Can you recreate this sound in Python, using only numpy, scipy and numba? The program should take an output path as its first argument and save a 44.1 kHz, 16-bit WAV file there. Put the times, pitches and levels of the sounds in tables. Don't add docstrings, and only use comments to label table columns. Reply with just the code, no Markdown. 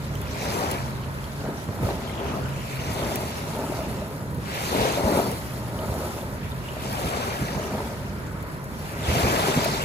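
import sys
import numpy as np
from scipy import signal
from scipy.fft import rfft, irfft, next_fast_len
from scipy.io import wavfile
from scipy.ndimage import uniform_filter1d, map_coordinates
from numba import njit

SR = 44100
rng = np.random.default_rng(int(sys.argv[2]) if len(sys.argv) > 2 else 0)


def log_audio(samples):
    frames = np.atleast_2d(samples).T
    limited = np.clip(frames, -1, 1)
    pcm = np.round(limited * 32767).astype(np.int16)
    wavfile.write(sys.argv[1], SR, pcm)


N = 433944
TIME = np.arange(N) / SR
FFT_SIZE = next_fast_len(N, True)
FREQ = np.fft.rfftfreq(FFT_SIZE, 1 / SR)
PORT_LAG_S = 13 / SR


def undb(db):
    return 10 ** (np.asarray(db) / 20)


def together(*levels_db):
    return 10 * np.log10(sum(undb(db) ** 2 for db in levels_db))


def swells(rows):
    levels_db = [-100]
    for middle_s, half_s, db in rows:
        levels_db.append(db - 10 * np.log10(np.e) * ((TIME - middle_s) / half_s) ** 2)
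    return together(*levels_db)


def surges(rows):
    power = 1e-10
    for start_s, rise_s, hold_s, decay_s, db in rows:
        age_s = TIME - start_s
        attack = np.clip(age_s / rise_s, 0, 1)
        decay = np.exp(-np.maximum(age_s - rise_s - hold_s, 0) / decay_s)
        power = power + (undb(db) * attack * decay) ** 2
    return 10 * np.log10(power)


def curves(table):
    s, *columns = np.transpose(table)
    return [np.interp(TIME, s, column) for column in columns]


def walk(rate_hz):
    hold = int(SR / rate_hz)
    steps = np.repeat(rng.standard_normal(N // hold + 1), hold)
    smooth = uniform_filter1d(uniform_filter1d(steps, hold), hold)
    return np.sqrt(2) * smooth[:N]


def unit(x):
    return x / np.sqrt(np.mean(x ** 2))


def noise(side_db):
    mid, side = rng.standard_normal((2, N))
    return unit(mid + undb(side_db) * side * np.array([[1], [-1]]))


def pan(db):
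    return undb(np.reshape([db, -db], (2, -1)) / 2)


def colour(x, points, lag_s=0):
    hz, db = np.transpose(points)
    spectrum = rfft(x, FFT_SIZE) * undb(np.interp(np.log(FREQ + 1), np.log(hz), db))
    if lag_s:
        spectrum[0] *= np.exp(-2j * np.pi * FREQ * lag_s)
    return unit(irfft(spectrum, FFT_SIZE)[:, :N])


@njit
def ring(start_s, hz, cycles, size, lag_s, glide):
    out = np.zeros((2, N))
    for k in range(len(start_s)):
        length = int(cycles[k] * SR / hz[k]) + 2
        turn = 2 * np.pi * hz[k] / SR
        bend = np.exp(1j * turn * glide / length)
        for c in range(2):
            first = max(int((start_s[k] + c * lag_s[k]) * SR), 0)
            z = size[k] + 0j
            step = np.exp(1j * turn - 5 / length)
            for i in range(first, min(first + length, N)):
                out[c, i] += z.imag
                z *= step
                step *= bend
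    return out


PATCHES_PER_S, PATCHES_PER_OCTAVE = 22, 6


def patchiness(seconds, hz):
    grid = rng.standard_normal((512, 128))
    place = [seconds * PATCHES_PER_S, np.log2(hz) * PATCHES_PER_OCTAVE]
    return map_coordinates(grid, place, order=1, mode="wrap") * 1.5


def bubbles(count, lo_hz, hi_hz, cycles, spread_db, lag_ms, scatter_ms, glide, patch_db=0):
    when, pitch, life, strength, place = rng.random((count, 5)).T
    start_s = when * N / SR
    hz = lo_hz + (hi_hz - lo_hz) * pitch
    size_db = patch_db * patchiness(start_s, hz) - spread_db * np.log(strength + 0.012)
    index = (when * N).astype(int)
    centre_ms = np.broadcast_to(lag_ms, N)[index]
    reach_ms = np.broadcast_to(scatter_ms, N)[index]
    lag_s = (centre_ms + reach_ms * (2 * place - 1)) / 1000
    return unit(ring(start_s, hz, cycles * (.5 + life), np.sqrt(hz) * undb(size_db), lag_s, float(glide)))


def swarm(rows, octaves, cycles, spread_db, lag_ms, scatter_ms, octaves_per_s, count):
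    out = 0
    for middle_s, half_s, hz, db in rows:
        when, pitch, strength, place = np.clip(rng.standard_normal((count, 4)).T, -2.5, 2.5)
        late_s = when * half_s / np.sqrt(2)
        octave = octaves * pitch + octaves_per_s * late_s
        size = undb(spread_db * np.minimum(strength, 1))
        lag_s = (lag_ms + scatter_ms * place) / 1000
        life = cycles * (.5 + rng.random(count))
        cloud = ring(middle_s + late_s, hz * 2 ** octave, life, size, lag_s, 0.16)
        share = np.mean(np.exp(-((TIME - middle_s) / half_s) ** 2))
        out = out + unit(cloud) * undb(db) * np.sqrt(share)
    return out


# time in seconds, pitch in Hz before wavering, relative level in dB.
MOTOR_NOTE = [(0, 138, -32), (.5, 151, -48), (.85, 129, -33), (1.08, 132, -33.5), (1.35, 143, -35.5),
              (2.15, 140, -58), (2.38, 139, -32), (2.6, 136, -36), (3.1, 137, -38.5), (3.95, 146, -46.5),
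              (4.2, 143, -34), (4.5, 135, -38), (5.25, 128, -42), (5.6, 121, -33), (6.05, 123, -50),
              (6.55, 134, -36.5), (7.05, 133, -41), (8.25, 148, -51), (8.62, 145, -36.5), (9.05, 149, -45),
              (9.84, 135, -35)]


def motor():
    hz, db = curves(MOTOR_NOTE)
    phase = 2 * np.pi * np.cumsum(hz * (1 + 0.0241 * walk(22))) / SR
    right_lead_rad = np.array([[0], [.5]])
    note = np.sin(phase + right_lead_rad) * undb(db + 1.0 + 2.0 * walk(11))
    drone_phase = 2 * np.pi * np.cumsum(75 * (1 + 0.0155 * walk(6.3))) / SR
    drone = np.sin(drone_phase) * undb(-44.0 + 2 * walk(1.4))
    return note + drone


# frequency in Hz, relative density in dB per Hz.
SURF_SPECTRUM = [(80, 4), (160, 1), (300, 3), (420, -2.5), (560, 2.5), (730, -14), (850, -4), (950, 3.5),
                 (1130, -1.5), (1450, -1.5), (1900, -4.5), (2400, -12), (4000, -42), (8000, -78)]


def surf():
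    rush = colour(noise(side_db=-4.0), SURF_SPECTRUM, lag_s=0.00028)
    return rush * undb(-39.5 + 0.36 * walk(1.06) + 1.0 * walk(9.9))


BREEZE_DB = -34
# middle in seconds, half length in seconds, relative level in dB.
GUST_SWELLS = [(.3, 0.29, -33.5), (1.86, 0.052, -29), (2.3, 0.18, -36), (4.33, 0.15, -35),
               (5.88, 0.11, -33), (8.03, 0.13, -35), (9.33, 0.21, -30.5)]
# start in seconds, relative peak in dB.
EDDIES = [(0.189, -26), (1.672, -23), (1.822, -22), (3.475, -27.5), (3.868, -24), (4.372, -23.5),
          (4.785, -20), (5.028, -21), (5.12, -22), (6.5, -29), (7.031, -20), (7.409, -19.5), (7.548, -22),
          (9.08, -19), (9.15, -20), (9.233, -15), (9.558, -19)]
# frequency in Hz, relative density in dB per Hz.
WIND_SPECTRUM = [(20, -38), (35, -23), (52, -4), (72, -2), (120, -1), (200, -5.5), (300, -14.5),
                 (600, -21.5), (1500, -72)]


def wind():
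    wind_db = together(BREEZE_DB, swells(GUST_SWELLS))
    steady = undb(wind_db - 1.1 + 1.36 * walk(15))
    eddies = 0
    for start_s, peak_db in EDDIES:
        age = np.clip((TIME - start_s) / 0.013, 0, 20)
        eddies = eddies + undb(peak_db - 3.0) * age * np.exp(1 - age)
    return colour(noise(side_db=-19.5), WIND_SPECTRUM) * pan(-2.0) * np.hypot(steady, eddies)


def trickle(wash_db):
    cloud = bubbles(count=2400, lo_hz=715, hi_hz=4424, cycles=63, spread_db=1,
                    lag_ms=-0.087, scatter_ms=0.28, glide=0.07)
    return cloud * undb(-15.5 + 0.89 * wash_db + 1.3 * walk(8.8))


# start in seconds, relative splat level in dB,
# bubble pitch in Hz, relative bubble level in dB.
DROP_TICKS = [(0.153, -36, 3030, -32.5), (0.2154, -33, 2440, -40), (0.7128, -23, 2570, -41),
              (1.2395, -42, 3200, -33), (1.8294, -41, 3630, -39), (2.4887, -40, 2640, -40),
              (3.1568, -22, 2450, -28), (4.346, -36, 2280, -56), (4.6414, -45, 2600, -39),
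              (5.3148, -29, 2960, -38), (6.9267, -29, 2340, -48), (8.4257, -38, 4070, -54),
              (8.642, -37, 2320, -52), (9.645, -22, 2500, -22)]


def drops():
    start_s, splat_db, hz, bubble_db = np.transpose(DROP_TICKS)
    age_s = np.arange(int(.012 * SR)) / SR
    splats = np.zeros(N)
    for first, db in zip((start_s * SR).astype(int), splat_db):
        burst = np.exp(-age_s / 0.0033) * rng.standard_normal(len(age_s))
        splats[first:first + len(age_s)] += undb(db + 3.0) * burst
    splats = signal.sosfilt(signal.butter(2, 7000, "high", fs=SR, output="sos"), splats)
    cycles = np.full(len(start_s), 42.)
    bubble = ring(start_s + 0.00183, hz, cycles, undb(bubble_db - 0.5), 0 * start_s, 0.063)
    return np.array([np.roll(splats, round(PORT_LAG_S * SR)), splats]) + bubble


# start in seconds, pitch in Hz, relative level in dB.
LONE_BUBBLES = [(1.187, 2650, -34), (1.254, 4380, -39), (1.318, 3580, -43), (1.355, 2680, -46),
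                (1.411, 2730, -40), (2.072, 3110, -35), (2.096, 2080, -32), (2.798, 2790, -33),
                (3.622, 2500, -38), (5.509, 2560, -38), (5.790, 2980, -33), (6.214, 3470, -39),
                (6.419, 1710, -41), (6.431, 2560, -38), (6.519, 3580, -32), (6.670, 2160, -43),
                (6.687, 2850, -29), (6.725, 1820, -44), (7.484, 1960, -29), (8.067, 2700, -37),
                (8.745, 3240, -41)]


def plinks():
    start_s, hz, db = np.transpose(LONE_BUBBLES)
    lag_s = rng.uniform(-0.00017, 0.00029, len(start_s))
    return ring(start_s, hz, np.full(len(start_s), 48.), undb(db + 1.0), lag_s, 0.058)


BAND_OCTAVES, BAND_OCTAVES_PER_S = 0.122, -0.37
# middle in seconds, half length in seconds, # middle band pitch in Hz,
# level in dB.
STIR_BANDS = [(1.46, 0.066, 1440, -49), (2.2, 0.17, 3030, -45.5), (2.27, 0.25, 2010, -54),
              (2.33, 0.041, 1140, -38.5), (2.45, 0.028, 1460, -41), (2.55, 0.14, 2770, -50),
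              (2.75, 0.15, 2300, -44), (5.51, 0.019, 2950, -53), (5.68, 0.17, 2730, -65),
              (6.03, 0.076, 1260, -43), (6.45, 0.036, 2200, -47), (6.69, 0.057, 2780, -47.5),
              (8.3, 0.23, 1340, -50.5)]


def stirs():
    return swarm(STIR_BANDS, BAND_OCTAVES, cycles=38, spread_db=1, lag_ms=0, scatter_ms=0.11,
                 octaves_per_s=BAND_OCTAVES_PER_S, count=200)


# start in seconds, relative peak in dB.
LEG_SLAPS = [(1.687, -24.5), (1.888, -21.5), (1.907, -22), (5.189, -26), (6.768, -29), (9.154, -24),
             (9.269, -20)]


def slaps():
    start_s, db = np.repeat(np.transpose(LEG_SLAPS), repeats=6, axis=1)
    pitch = np.tile(np.linspace(0, 1, 6), len(LEG_SLAPS))
    late_s = 0.0039 * rng.random(len(start_s))
    size = undb(db - 1.0 - 5 * pitch)
    return ring(start_s + late_s, 400 * 3.8 ** pitch, np.full(len(start_s), 5.5), size, 0 * start_s, 0.15)


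# middle in seconds, half length in seconds,
# middle bubble pitch in Hz, level in dB before panning.
SHEET_SWARMS = [(.72, .11, 1730, -41), (4.48, .04, 2740, -45), (4.57, 0.063, 2300, -37),
                (4.84, 0.085, 2210, -36), (4.82, 0.088, 4200, -37), (7.3, 0.21, 1710, -38.5),
                (7.72, .15, 1694, -43), (8.94, 0.09, 1690, -42), (9.12, .05, 2800, -35.5),
                (9.4, 0.17, 1750, -33.5), (9.78, 0.21, 1600, -34.5), (9.68, 0.18, 5900, -41)]


def sheets():
    seethe = swarm(SHEET_SWARMS, octaves=0.413, cycles=38, spread_db=5, lag_ms=0.4, scatter_ms=.04,
                   octaves_per_s=0, count=500)
    return seethe * pan(1)


# middle in seconds, half length in seconds,
# middle bubble pitch in Hz, level in dB before panning.
BREAK_SWARMS = [(.63, 0.099, 888, -29.5), (1.88, .045, 714, -35.5), (2.29, .13, 636, -34.5),
                (3.05, 0.13, 980, -39), (4.78, 0.061, 703, -25), (4.88, 0.035, 698, -25.5),
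                (5.13, .11, 837, -28), (7.17, 0.19, 955, -32.5), (9.13, 0.044, 650, -38),
                (9.28, .1, 730, -26.5), (9.48, 0.084, 780, -33)]


def breaks():
    crash = swarm(BREAK_SWARMS, octaves=0.663, cycles=16.6, spread_db=3, lag_ms=0.34, scatter_ms=0.058,
                  octaves_per_s=0, count=450)
    return crash * pan(5.2)


GLUG_CYCLES, GLUG_GLIDE = 21., 0.28
# start in seconds, pitch in Hz, relative peak in dB.
AIR_POCKETS = [(.600, 490, -28), (.637, 368, -20), (.647, 635, -23), (1.487, 357, -24), (1.830, 473, -24),
               (1.866, 520, -24), (1.888, 755, -24), (1.903, 373, -21), (2.999, 630, -23),
               (3.634, 272, -23), (3.696, 348, -21), (3.722, 620, -23), (4.732, 490, -24),
               (4.748, 267, -19), (4.760, 580, -21), (4.773, 375, -20), (4.848, 746, -19),
               (4.854, 496, -15), (4.974, 567, -13), (5.057, 535, -18), (5.103, 410, -18),
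               (5.118, 292, -20), (5.161, 590, -27), (5.191, 635, -14), (6.768, 576, -23),
               (7.578, 580, -21), (7.804, 900, -20), (9.153, 644, -16), (9.242, 485, -23),
               (9.269, 820, -16), (9.437, 760, -17), (9.484, 367, -15), (9.570, 245, -17),
               (9.659, 624, -12)]


def glugs():
    start_s, hz, db = np.transpose(AIR_POCKETS)
    count = len(start_s)
    pockets = ring(start_s, hz, np.full(count, GLUG_CYCLES), undb(db - 1.5), np.full(count, .0002), GLUG_GLIDE)
    return pockets * pan(1.8)


RIPPLE_WASH_DB, RIPPLE_FOAM_DB = -54, -51
# start in seconds, rise in seconds, hold in seconds,
# decay time in seconds, relative wash level in dB, relative foam level in dB.
RUN_UPS = [(0.207, 0.24, 0.23, 0.19, -37, -41.5), (1.843, 0.18, 0.31, 0.4, -46, -51),
           (2.4, 0.58, 0.2, 0.43, -39, -42), (4.387, 0.27, 0.27, 0.2, -34.5, -37.5),
           (4.943, 0.18, 0.084, 0.2, -38.5, -36), (6.668, 0.28, 0.37, 0.47, -38.5, -41.5),
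           (8.956, 0.21, 0.32, 0.52, -31, -35.5)]
# middle in seconds, half length in seconds,
# relative wash level in dB, relative foam level in dB.
DRAININGS = [(0.102, 0.33, -48, -60), (1.475, 0.34, -48.5, -51.5), (1.885, 0.065, -44, -43.5),
             (3.726, 0.31, -46.5, -45.5), (5.6, 0.17, -49.5, -51), (6.022, 0.18, -44, -41.5),
             (6.554, 0.23, -50.5, -50.5), (7.788, 0.13, -48.5, -47.5), (8.911, 0.12, -45.5, -46)]


def flow():
    *wave, wave_wash_db, wave_foam_db = np.transpose(RUN_UPS)
    *back, back_wash_db, back_foam_db = np.transpose(DRAININGS)
    run_up_db = surges(zip(*wave, wave_wash_db))
    drain_db = together(RIPPLE_WASH_DB, swells(zip(*back, back_wash_db)))
    wave_foam = surges(zip(*wave, wave_foam_db))
    back_foam = swells(zip(*back, back_foam_db))
    return run_up_db, drain_db, together(RIPPLE_FOAM_DB, wave_foam, back_foam)


LANDING_MS, DRAINING_MS = (.485, 0.027), (-0.18, 0.17)
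TURN_AT_DB, TURN_WIDTH_DB = 3, 2
CHURN_SCATTER_MS = 0.16


def bearing(excess_db):
    left = .5 + .5 * np.tanh((excess_db - TURN_AT_DB) / (2 * TURN_WIDTH_DB))
    lag_ms, scatter_ms = (left * a + (1 - left) * b for a, b in zip(LANDING_MS, DRAINING_MS))
    return lag_ms, scatter_ms + CHURN_SCATTER_MS * np.sin(np.pi * left)


# frequency in Hz, relative density in dB per Hz.
FOAM_SPECTRUM = [(2500, -13), (4500, 1), (6500, -5.5), (8500, 3.5), (10500, 2), (13500, 3.5), (15200, -5),
                 (16000, -23)]


def foam(db):
    fizz = bubbles(count=70000, lo_hz=2980, hi_hz=15600, cycles=3.1, spread_db=2.5,
                   lag_ms=0, scatter_ms=0.0025, glide=.05, patch_db=1.5)
    hiss = noise(side_db=-48.5)
    treble = colour(fizz + undb(-0.5) * hiss, FOAM_SPECTRUM, PORT_LAG_S)
    return treble * undb(db - 1.0 + 1.25 * walk(60))


# frequency in Hz, relative density in dB per Hz.
WASH_SPECTRUM = [(150, -0.5), (350, -6), (650, 2.5), (1100, -2.5), (1600, -6.5), (2300, -4), (3200, -6.5),
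                 (4100, -8), (6000, -10.5), (9000, -14)]


def wash(db, lag_ms, scatter_ms):
    front = bubbles(count=70000, lo_hz=176.0, hi_hz=8010, cycles=21.6, spread_db=-0.5,
                    lag_ms=lag_ms, scatter_ms=scatter_ms, glide=0.2, patch_db=2.5)
    around = bubbles(count=30000, lo_hz=494, hi_hz=7970, cycles=28.7, spread_db=0.5,
                     lag_ms=0, scatter_ms=.55, glide=0.13, patch_db=2.5)
    tumble = colour(front + undb(-2.0) * around, WASH_SPECTRUM)
    return tumble * pan(0.86 * lag_ms) * undb(db + 5.0 + .5 * walk(35))


RIPPLE_GURGLE_DB, GURGLE_IN_WASH_DB = -43.5, -1.5
PAN_DB_PER_MS = 3
# middle in seconds, half length in seconds, relative level in dB.
FOLD_SWELLS = [(.62, 0.2, -35), (1.48, 0.055, -33), (1.86, 0.097, -32.5), (2.2, 0.23, -35),
               (3.08, 0.18, -31.5), (3.68, 0.13, -29), (4.02, 0.16, -35.5), (4.78, 0.044, -31),
               (5.11, 0.14, -23.5), (5.93, 0.29, -33), (7.08, 0.24, -36.5), (7.55, 0.082, -34),
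               (7.78, 0.14, -31), (9.19, 0.17, -33.5), (9.58, 0.15, -27)]
# frequency in Hz, relative density in dB per Hz.
GURGLE_SPECTRUM = [(100, -15.5), (215, 3), (320, -4), (400, 2), (480, -3.5), (630, 1), (750, -6.5),
                   (850, -4), (940, -3.5), (1120, -15.5), (1260, -8), (1600, -20), (4000, -41)]


def gurgle(wash_db, lag_ms):
    fold_db = together(RIPPLE_GURGLE_DB, wash_db + GURGLE_IN_WASH_DB, swells(FOLD_SWELLS)) + .5 * walk(14)
    cloud = bubbles(count=20000, lo_hz=129.4, hi_hz=2597, cycles=16.9, spread_db=1.45,
                    lag_ms=0.31 * lag_ms, scatter_ms=0.15, glide=0.12)
    hollow = colour(cloud, GURGLE_SPECTRUM) * pan(1.2 + PAN_DB_PER_MS * lag_ms)
    return hollow * undb(fold_db - 0.5 + 0.67 * walk(28))


def scene():
    run_up_db, drain_db, foam_db = flow()
    wash_db = together(run_up_db, drain_db)
    lag_ms, scatter_ms = bearing(run_up_db - drain_db)
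    background = motor() + surf() + wind()
    near_water = trickle(wash_db) + drops() + plinks() + stirs() + slaps()
    crests = sheets() + breaks() + glugs()
    waves = foam(foam_db) + wash(wash_db, lag_ms, scatter_ms) + gurgle(wash_db, lag_ms)
    return background + near_water + crests + waves


TOP_HZ = 15750


def record(dry):
    dry = signal.sosfilt(signal.butter(3, 32, "high", fs=SR, output="sos"), dry)
    return signal.sosfilt(signal.ellip(10, .2, 80, TOP_HZ, fs=SR, output="sos"), dry)


dry = scene()
out = record(dry)
log_audio(out)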